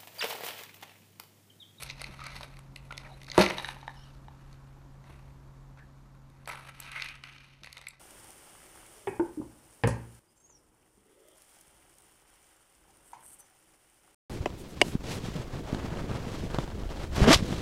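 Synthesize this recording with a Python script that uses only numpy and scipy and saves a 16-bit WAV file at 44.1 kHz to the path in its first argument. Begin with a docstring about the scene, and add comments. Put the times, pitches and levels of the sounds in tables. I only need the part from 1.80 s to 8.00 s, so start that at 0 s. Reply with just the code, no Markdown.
"""Cat in a cardboard box

A cat paws inside a small cardboard box on a wooden table; the tipped box drops back with a knock.
Claws and fur scrape, tick and rasp: noisy forces ring the modes of the card, or glide as narrow noise.
A loose toy rattles inside after the drop; toy and table are struck banks of modes, with a room echo.
A quiet room of banded noise with an appliance hum lies underneath and fades away towards the end."""
import sys
import numpy as np
from scipy import signal
from scipy.io import wavfile

SR = 44100
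rng = np.random.default_rng(int(sys.argv[2]) if len(sys.argv) > 2 else 0)


def wrap_up_sound(samples):
    """Save the sound to the file named by the first command line argument, as 16-bit audio."""
    columns = np.atleast_2d(samples).T
    # keep every value between -1 and 1, then stretch to whole-number steps
    tamed = np.clip(columns, -1, 1)
    steps = np.round(tamed * 32767).astype(np.int16)
    wavfile.write(sys.argv[1], SR, steps)


N = 273270


def from_db(db):
    """Gain of a dB value."""
    return 10 ** (np.asarray(db) / 20)


def rms_one(x):
    """Scale to rms 1."""
    return x / np.sqrt(np.mean(x ** 2) + 1e-20)


def in_time(rows):
    """Curve columns, one value per sample."""
    s, *columns = np.transpose(rows)
    return [np.interp(np.arange(N) / SR, s, c) for c in columns]


def drift(rate_hz):
    """Slow random curve of spread 1: noise at SR / 40 through two equal poles at rate_hz."""
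    r = np.exp(-2 * np.pi * rate_hz * 40 / SR)
    noise = rng.standard_normal(N // 40 + 2002)
    slow = signal.lfilter([1], [1, -2 * r, r * r], noise)[2000:]  # settled part
    return np.interp(np.arange(N) / 40, np.arange(len(slow)), rms_one(slow))


def band(x, low_hz, high_hz):
    """Band-pass."""
    return signal.sosfilt(signal.butter(2, [low_hz, high_hz], "band", fs=SR, output="sos"), x)


def ring(push, hz, t60_s):
    """A unit click sets a wave of height 1 ringing; small panels radiate nothing far below their pitch."""
    r = from_db(-60 / (t60_s * SR))
    w = 2 * np.pi * hz / SR
    return signal.lfilter([.5, 0, -.5], [1, -2 * r * np.cos(w), r * r], push + 1e-18)


def body(push, modes):
    """All modes of one object, signs alternating."""
    return sum((-1) ** k * from_db(db) * ring(push, hz, t60_s) for k, (hz, db, t60_s) in enumerate(modes))


# Strokes of the paw on the card. 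Each row: peak in s, relative wall level in dB, swell in s per 20 dB,
# fade in s per 20 dB, hollowness in dB, hollow pitch in Hz, edge in dB, crackle in dB.
PAW_STROKES = [(.03, -45.5, 7, 0.1, -4, 930, -3.5, -5), (0.113, -48.5, 0.1, -0.25, -5, 970, 7, -24.5),
               (.205, -50.5, 0.13, 0.46, -5.5, 870, -1, -18), (.34, -57, 0.4, 0.15, 3, 1150, -24, -16),
               (0.441, -45, 0.07, 0.16, -4, 1240, -5.5, -27), (.55, -51, 0.7, 0.25, 2, 880, -1.5, -9),
               (0.647, -54.5, 0.06, -0.01, 11.5, 1070, 2, 0), (0.741, -54, 0.03, -0.02, 0, 1200, -8, -17),
               (.79, -50.5, -0.15, -0.13, 6, 1450, -2, -1), (0.971, -63.5, 0, 0.02, 9, 760, 11, 7),
               (1.111, -45, -0.0752, -0.02, -4.5, 1300, -1, -12), (1.17, -55, -0.3, -2.3, 7, 1000, 5, -8),
               (1.258, -57, 0.12, 0.16, 10.5, 980, -7, -17),
               (1.328, -61.5, 0.64, 0.43, 1.5, 740, -3.5, -6.5), (1.481, -51, 0, 0.02, 5, 1100, 7, -9),
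               (1.547, -45.5, -0.05, 0.1456, 8, 1440, -7, -7.5),
               (1.586, -34.5, 0.0245, 0.1181, 5, 1090, -5.5, -9.5),
               (1.62, -27, 0.0611, 0.05, 3.5, 760, 1, -14),
               (1.642, -32.5, 0.0761, 0.1318, 2.5, 804, -2, -15.5),
               (1.71, -43, 0.25, 0.2, -4, 840, -9, -15.5), (1.85, -44.5, 0.19, 0.19, 0, 1120, -4, -10.5),
               (2.02, -59.5, 0, 0.07, 3, 1178, -7, -32), (2.198, -65, 0.4, 0.32, 7, 1120, 5, -6),
               (2.732, -66.5, 0.4, 0.33, 2.5, 1290, -5.5, -14),
               (3.249, -57.5, -0.03, 0.32, 3.5, 840, -8, -13), (3.999, -57, 0.05, 0, 4.5, 1080, -8.5, -22),
               (4.5, -66.5, -0.0349, -0.5, 13, 593, 6, 11), (4.686, -44, 0.01, 0.16, 9, 1050, -4.5, -10),
               (4.73, -46, 0.0362, -0.06, -7.5, 1100, -8, -17), (4.9, -55, 0.35, -0.6, 0, 1040, -8, -11.5),
               (5.003, -53, 0.01, -0.2, 11, 865, 9, 27), (5.115, -62, 0, 1.4, -6, 1300, 4, 12),
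               (5.06, -47.5, 0.18, 0.1, -3, 1110, -6, -13), (5.174, -38, 0.15, 0.23, -3, 1570, -13, -24),
               (5.26, -43, 0.2, 0.08, -9, 1340, -4, -19), (5.442, -47.5, -0.14, 0.38, -4.5, 1505, -11, -22),
               (5.58, -61.5, 0.32, 0.5, -18, 1233, 2, -27), (5.842, -52, -0.36, 0.28, -7, 1004, -7, -16.5),
               (5.99, -61, 0.2, 0.34, 4.5, 910, -1, -18), (6.085, -53, -0.68, 0, -6, 795, -1.5, 8),
               (6.15, -70.5, -2, 0, -11, 710, 0.5, -6)]
# Fur brushing between strokes: relative wall level in dB, hollowness in dB, hollow pitch in Hz,
# edge in dB, crackle in dB.
FUR_REST = (-77, 7.5, 880.5, -6.5, -11)


def strokes():
    """Strokes swell and fade evenly in dB; where they overlap, powers add and colours blend."""
    t = np.arange(N) / SR
    rest_db, *rest_shade = FUR_REST
    total = np.full(N, from_db(rest_db) ** 2)
    colour = total * np.c_[rest_shade]
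    for s, level_db, swell_s, fade_s, *shade in PAW_STROKES:
        before = (s - t) / max(swell_s, .003)  # 3 ms at the least
        after = (t - s) / max(fade_s, .003)
        power = from_db(level_db - 20 * np.maximum(before, after)) ** 2
        total = total + power
        colour = colour + power * np.c_[shade]
    return (10 * np.log10(total), *(colour / total))


JUDDER_DB = 3  # rms of the stick-slip lumps


def scraping(level_db, *colour):
    """Dense uneven slips in clumps, over the fine hiss of fur."""
    sizes = from_db(1.8 * np.minimum(rng.exponential(1, N), 4)) * rng.choice([-1, 1], N)
    slips_per_s = 600 * from_db(5 * drift(40))
    slips = rms_one(sizes * (rng.random(N) < slips_per_s / SR))
    force = from_db(-3) * slips + from_db(-5) * rng.standard_normal(N)
    lumps_db = 1.3 * drift(41) + JUDDER_DB * drift(110)
    return box(force * from_db(level_db + lumps_db - 1.5), *colour)


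# Claw ticks and paper snaps. Each row: start in s, force level in dB, hollowness in dB, edge in dB,
# crackle in dB.
CLAW_TICKS = [(0.021, -53, -18, 5, 2), (0.0325, -31, -13.5, -0.5, -2), (0.099, -30, -27, -1.5, -22),
              (0.1078, -37.5, -20, 3.5, -24), (.1955, -35, -5, -7, -31), (0.2156, -26.5, 5, -6, -8.5),
              (.241, -28, -30, -1, -21), (0.392, -39.5, -1, -6.5, -35), (.4389, -45.5, -9.5, 7, 0),
              (0.455, -43, -18, -3, -25), (0.466, -32.5, 1.5, -4, -9.5), (0.564, -41, -7, 3.5, -20),
              (.576, -46, -16, -2, -22), (.601, -41, -9, -4.5, -24), (0.6085, -38, 4, -2, -22),
              (0.6308, -34, -14, 2.5, -26), (.738, -47, -12, -6, -18), (0.768, -46, -6, 1, -14),
              (0.9597, -31.5, -15, -5.5, -12), (1.107, -35.5, 0, -11, -30), (1.1231, -32, 2.5, -5, -20),
              (1.1777, -27, -14, -2.5, -20), (1.4157, -43, -8, 1.5, -18), (1.4316, -43.5, -14, 4, -8),
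              (1.444, -44.5, -7, 0, -12), (1.466, -44, -8, 2, -17), (1.484, -36, -10, -7, -32),
              (1.4996, -37, -11, 7, -19), (1.516, -32, -20, 9, -19), (1.5457, -30, -19, -6, -34),
              (1.5605, -50, -8, -3, -18), (1.5782, -15, 6, -4.5, -16), (1.6057, -18, -16, -15, -26),
              (1.6228, -17.5, -13.5, -2.5, -21), (1.6258, -24.5, -12.5, 4, -22.5),
              (1.6324, -21, -4, -10, -21.5), (1.652, -31, -12, -4, -25.5), (1.6614, -17, -9, -10, -28),
              (1.686, -26, -18, -3.5, -27), (1.707, -21, -5, -16, -39), (1.719, -26, -14, -10, -28),
              (1.7385, -37, -11, -11, -28), (2.7278, -53.5, -10.5, 6.5, -9), (3.24, -49, -3, -7, -24),
              (3.99, -50, -1, -9, -21), (4.657, -44.5, -13, 2, -19), (4.6748, -20, -8, -16, -18),
              (4.691, -30, -13, -17, -10), (4.6978, -27, -23.5, -20, -30), (4.7351, -49, -10, -9, -23),
              (4.7551, -33, -19, -16, -17), (4.772, -44, -2, -12, -24), (4.779, -47, 0, -8, -26),
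              (4.874, -40, -2, -7, -19), (5.0012, -45.5, 2.5, -7, 15), (5.033, -45.5, -16, 4, -12),
              (5.045, -40, -4, -9, -17), (5.054, -42, -17, -4, -18), (5.1166, -41, -15, 4.5, -5),
              (5.1846, -30, -5, -23, -30), (5.1967, -23.5, -8, -11, -29), (5.2062, -36, -18, -2, -22),
              (5.2214, -26, -11, 1.5, -19), (5.244, -31.5, -2, -13, -15), (5.2869, -34.5, -17, -4, -14.5),
              (5.354, -45, -10.5, -2.5, -11), (5.4369, -29, -2, -9.5, -24.5), (5.488, -45, 3, 0, -24),
              (5.5263, -45, -7, -3, -29), (5.5825, -40.5, -15.5, -5, -35), (5.834, -38.5, -8.5, -1, -16),
              (5.8437, -34, -13.5, -1.5, -21), (5.860, -44, -18, -2, -8), (5.8713, -36, -2, -7, -29),
              (5.9276, -38, -8, 2, -7.5), (5.9691, -31.5, -3, -7, -20), (5.9793, -43.5, -17, 5.5, -9),
              (6.0135, -36.5, -9, -6, -15), (6.0678, -27.5, -13.5, -6.5, -23), (6.0846, -46, -12, 2, 9),
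              (6.106, -52, -17, 7.5, -4)]


def ticks(hollow_hz):
    """Each tick is a sharp snap and a short dying burst of force, with a colour of its own."""
    force, colour = np.zeros(N), np.zeros((3, N))
    age_s = np.arange(400) / SR
    fade = np.exp(-age_s / 0.0011)
    fade_rms = np.sqrt(np.mean(fade ** 2))
    noise = rng.standard_normal((len(CLAW_TICKS), len(age_s)))
    for (s, level_db, *shares_db), grain in zip(CLAW_TICKS, noise):
        start = round(s * SR)
        i = slice(start, start + len(age_s))
        burst = rms_one(grain * fade) * fade_rms
        snap = 1.3 * (age_s == 0)
        force[i] += from_db(level_db) * (burst + snap)
        colour[:, i] = np.c_[shares_db]
    hollow_db, edge_db, crackle_db = colour
    return box(force, hollow_db, hollow_hz, edge_db, crackle_db)


# A claw or the box edge drags and sings in a narrow band. Each row: start in s, length in s,
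# relative level in dB, first pitch in Hz, last pitch in Hz.
DRAGS = [(0.387, 0.092, -48, 1297, 1270), (0.401, .16, -56, 2295, 2200), (1.102, 0.02, -49.5, 1500, 1250),
         (1.131, 0.024, -53.5, 3800, 3200), (1.247, 0.027, -53.5, 2475, 1500),
         (1.286, 0.052, -54, 810, 700), (1.29, .04, -80, 1950, 2350), (1.292, 0.056, -62, 4000, 3800),
         (2.146, 0.162, -65.5, 3000, 2950), (2.158, 0.097, -66, 5400, 5300),
         (3.984, 0.064, -58.5, 1650, 1710), (5.126, .21, -50, 2130, 2550)]
RASP_POLE_WIDTH_HZ, RASP_WAVER = 160, 0.032  # width of each of two poles, rms share of first pitch


def rasps():
    """Narrow noise that glides with the drag, swelling and fading within it."""
    out = np.zeros(N)
    r = np.exp(-np.pi * RASP_POLE_WIDTH_HZ / SR)
    waver_s = RASP_WAVER * np.cumsum(drift(40)) / SR
    wobble = rms_one(signal.lfilter([1], [1, -2 * r, r * r], rng.standard_normal((2, N))))
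    for s, length_s, level_db, first_hz, last_hz in DRAGS:
        along = np.linspace(0, 1, round(length_s * SR))
        start = round(s * SR)
        i = slice(start, start + len(along))
        glide_hz = first_hz * (last_hz / first_hz) ** along
        turn = 2 * np.pi * (np.cumsum(glide_hz) / SR + waver_s[i] * first_hz)
        swell = np.sin(np.pi * along).clip(0) ** .3
        narrow = wobble[0, i] * np.cos(turn) + wobble[1, i] * np.sin(turn)
        out[i] += from_db(level_db) * swell * narrow
    return out * from_db(JUDDER_DB * drift(90) - 1.0)


# Modes of the hollow, the walls and the stiff edges.
# Each row: pitch in Hz, relative level in dB, t60 in s.
HOLLOW_MODES = [(604, -1, 0.024), (786, -4.5, 0.011), (946, -6, 0.019), (1120, -10.5, 0.022),
                (1290, -3, 0.022), (1500, -1.5, 0.015)]
WALL_MODES = [(2027, -3, 0.014), (2220, -5.5, 0.015), (2450, -2, 0.009), (2773, -2.5, 0.011),
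              (2950, 0.5, 0.0068)]
EDGE_MODES = [(3725, 2, 0.0056), (4365, 0.66, 0.0061), (4710, 0, 0.0036), (5800, -2, 0.0023),
              (6340, -7.5, 0.0057)]
# The part of the wall that the paw leaves free. Each row: time in s, loudest pitch in Hz.
FREE_WALL = [(0, 2560), (.2, 2160), (.6, 2300), (1.1, 2420), (1.6, 2350), (2.2, 2820), (3.2, 2310),
             (4.65, 2165), (5.0, 2600), (5.17, 2100), (5.32, 2520), (5.6, 2720), (5.9, 2294), (6.2, 2180)]


def box(push, hollow_db, hollow_hz, edge_db, crackle_db):
    """One contact force drives the card walls, the hollow of the box, its stiff edges and a dry crackle."""
    hollow = 0
    for hz, db, t60_s in HOLLOW_MODES:  # the paw reshapes the cavity: modes near its pitch speak loudest
        off_pitch_db = 20.9 * np.log2(hz / hollow_hz) ** 2
        hollow = hollow + ring(push * from_db(hollow_db + db - 19 - off_pitch_db), hz, t60_s)
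    hollow = band(hollow, 310, 1800)

    walls = 0
    wall_hz, = in_time(FREE_WALL)
    for k, (hz, db, t60_s) in enumerate(WALL_MODES):
        off_pitch_db = 32 * np.log2(hz / wall_hz) ** 2
        walls = walls + (-1) ** k * ring(push * from_db(db - 14.5 - off_pitch_db), hz, t60_s)
    walls = band(walls, 1800, 3200)

    edges = from_db(-13) * band(body(push * from_db(edge_db), EDGE_MODES), 3900, 7300)

    # the paper skin crackles on for a moment
    grit = rng.standard_normal(400) * np.exp(-np.arange(400) / SR / .002)
    crackle = signal.fftconvolve(push * from_db(crackle_db), grit / np.linalg.norm(grit))[:N]
    crackle = from_db(6.5) * band(band(crackle, 4800, 13800), 7000, 12000)
    return hollow + walls + edges + crackle


# The toy bounces in the box. Each row: start in s, relative level in dB, hardness in dB per octave.
TOY_BOUNCES = [(1.783, -20.5, 1.5), (1.798, -26, -2), (1.846, -20.5, 3.5), (1.855, -34, 7.5),
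               (1.888, -21, -1), (1.902, -47, -2), (1.962, -35.5, -2), (1.967, -38.5, -6), (2.013, -47, 4),
               (2.029, -38, -4.5), (2.079, -28.5, -6.5), (2.094, -34, -7), (2.483, -38.5, -8)]
# Each row: pitch in Hz, relative level in dB, t60 in s.
TOY_MODES = [(862, -6.5, 0.021), (1150, -6, 0.006), (1750, -2, 0.014), (2350, -5.5, 0.0041),
             (2900, -6.5, 0.012), (3850, -1.5, 0.022), (5000, -10, 0.0054), (6040, -13, 0.0092)]


def toy():
    """A small hard toy rattles in the box: brief rough contacts ring its modes."""
    return strike(TOY_BOUNCES, TOY_MODES, contact_s=.00008, rough=0.65, spread_db=3.0, gain_db=-3.5,
                  pivot_hz=1737)


# Box bottom on the table. Each row: start in s, relative level in dB, hardness in dB per octave.
BOX_KNOCKS = [(1.5782, -9.5, 1), (1.6007, -19.5, 2.5), (.29, -42, -6), (0.558, -45, -7), (3.3, -47, -12.5),
              (5.82, -50, -5.5)]
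# Each row: pitch in Hz, relative level in dB, t60 in s.
TABLE_MODES = [(66, -21, 0.28), (128, -15.5, 0.069), (189.6, -1.5, 0.092), (198.8, -13.5, 0.33),
               (288.5, -12.5, 0.076), (356, -6, 0.064), (490, -7.5, 0.04), (545, -8.5, 0.059),
               (620, -8, 0.088), (743, -12.5, 0.1), (846, -15.5, 0.13), (958, -4, 0.054), (1187, -9, 0.047),
               (1692, -8.5, 0.023)]


def knocks():
    """The flat bottom meets the table top softly; both ring."""
    return strike(BOX_KNOCKS, TABLE_MODES, contact_s=0.00024, rough=0.26, spread_db=2.16, gain_db=3.0,
                  pivot_hz=200)


def strike(blows, modes, contact_s, rough, spread_db, gain_db, pivot_hz):
    """Rough contacts strike each mode with a strength of its own; hard ones favour high modes."""
    s, level_db, hardness = np.transpose(blows)
    luck_db = rng.normal(0, spread_db, (len(s), len(modes)))
    age_s = np.arange(150) / SR
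    grain = 1 + rough * rng.standard_normal((len(s), len(age_s)))
    skids = grain * np.exp(-age_s / contact_s) / (contact_s * SR)
    energy = np.linalg.norm(skids, axis=1, keepdims=True)
    skids *= energy.mean() / energy  # equal energy for every contact
    at = np.round(s * SR).astype(int)[:, None] + np.arange(len(age_s))
    out = 0
    for k, (hz, db, t60_s) in enumerate(modes):
        force = np.zeros(N)
        tilt_db = hardness * np.log2(hz / pivot_hz)
        blow_db = level_db + db + gain_db + tilt_db + luck_db[:, k]
        force[at] = skids * from_db(blow_db)[:, None]
        out = out + (-1) ** k * ring(force, hz, t60_s)
    return out


ROOM_T60_S, WALL_CUT_HZ, ROOM_DB = 0.47, 3850, -18.5  # low-pitch decay, low-pass per round, send gain


def room(x):
    """Ten feedback delays, duller on every round."""
    out = np.zeros(N)
    dull = np.exp(-2 * np.pi * WALL_CUT_HZ / SR)
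    lags = (np.geomspace(.011, .037, 10) * SR).astype(int)
    for k, lag in enumerate(lags):
        loop, state = x.copy(), [0.]
        gain = from_db(-60 * lag / SR / ROOM_T60_S)
        for i in range(lag, N, lag):
            back, state = signal.lfilter([gain * (1 - dull)], [1, -dull], loop[i - lag:i], zi=state)
            loop[i:i + lag] += back[:N - i]
        out += (loop - x) * (-1) ** k
    return out


# Spectrum of the quiet room. Each row: frequency in Hz, relative density in dB.
ROOM_SPECTRUM = [(22, -6.5), (45, -1.5), (70, -9.5), (100, -14.5), (180, -15.5), (300, -18.5), (460, -29),
                 (700, -26.5), (1000, -24.5), (1450, -32.5), (1750, -34.5), (2300, -42), (4000, -43),
                 (7500, -45), (10000, -53.5), (12800, -44), (13600, -63.5)]
# The background fades. Each row: time in s, level in dB.
BACKGROUND_FADE = [(0, -53), (3.7, -54), (4.5, -56.5), (5.2, -58.5), (5.7, -62.5), (6.2, -67.5)]


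def room_tone():
    """Third-octave bands of noise that flicker slightly."""
    hz, db = np.transpose(ROOM_SPECTRUM)
    edges_hz = 18 * 2 ** np.arange(0, 10, 1 / 3)
    white = rng.standard_normal((2, N))  # neighbouring bands take different noise
    out = 0
    for k, (low_hz, high_hz) in enumerate(zip(edges_hz, edges_hz[1:])):
        level_db = np.interp(np.log(low_hz * high_hz) / 2, np.log(hz), db)
        out = out + from_db(level_db + drift(23.0)) * band(white[k % 2], low_hz, high_hz)
    return rms_one(out) * from_db(in_time(BACKGROUND_FADE)[0])


# Appliance hum: pitch in Hz, offset from the room tone in dB, before the level of each multiple.
HUM_LINE = (135.1, 2.8)
# Each row: multiple of the pitch, relative level in dB.
HUM_MULTIPLES = [(1, -3), (2, -23.5), (4, -24.5)]


def hum():
    """A motor line with faint multiples, wavering a little in level."""
    pitch_hz, offset_db = HUM_LINE
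    turn = 2 * np.pi * pitch_hz * np.arange(N) / SR
    lines = sum(from_db(db) * np.sin(k * turn) for k, db in HUM_MULTIPLES)
    level_db = in_time(BACKGROUND_FADE)[0] + offset_db + .8 * drift(11)
    return np.sqrt(2) * from_db(level_db) * lines


def scene():
    """Box sounds with their room, over the fading background."""
    level_db, hollow_db, hollow_hz, edge_db, crackle_db = strokes()
    near = scraping(level_db, hollow_db, hollow_hz, edge_db, crackle_db)
    near = near + ticks(hollow_hz) + rasps() + toy() + knocks()
    return (near + from_db(ROOM_DB) * room(near) + room_tone() + hum())[None]


CUTOFF_HZ = 14900  # 60 dB down from here up


def record(dry):
    """A steep low-pass cuts the top."""
    return signal.sosfilt(signal.cheby2(12, 60, CUTOFF_HZ, fs=SR, output="sos"), dry)


dry = scene()
out = record(dry)
wrap_up_sound(out)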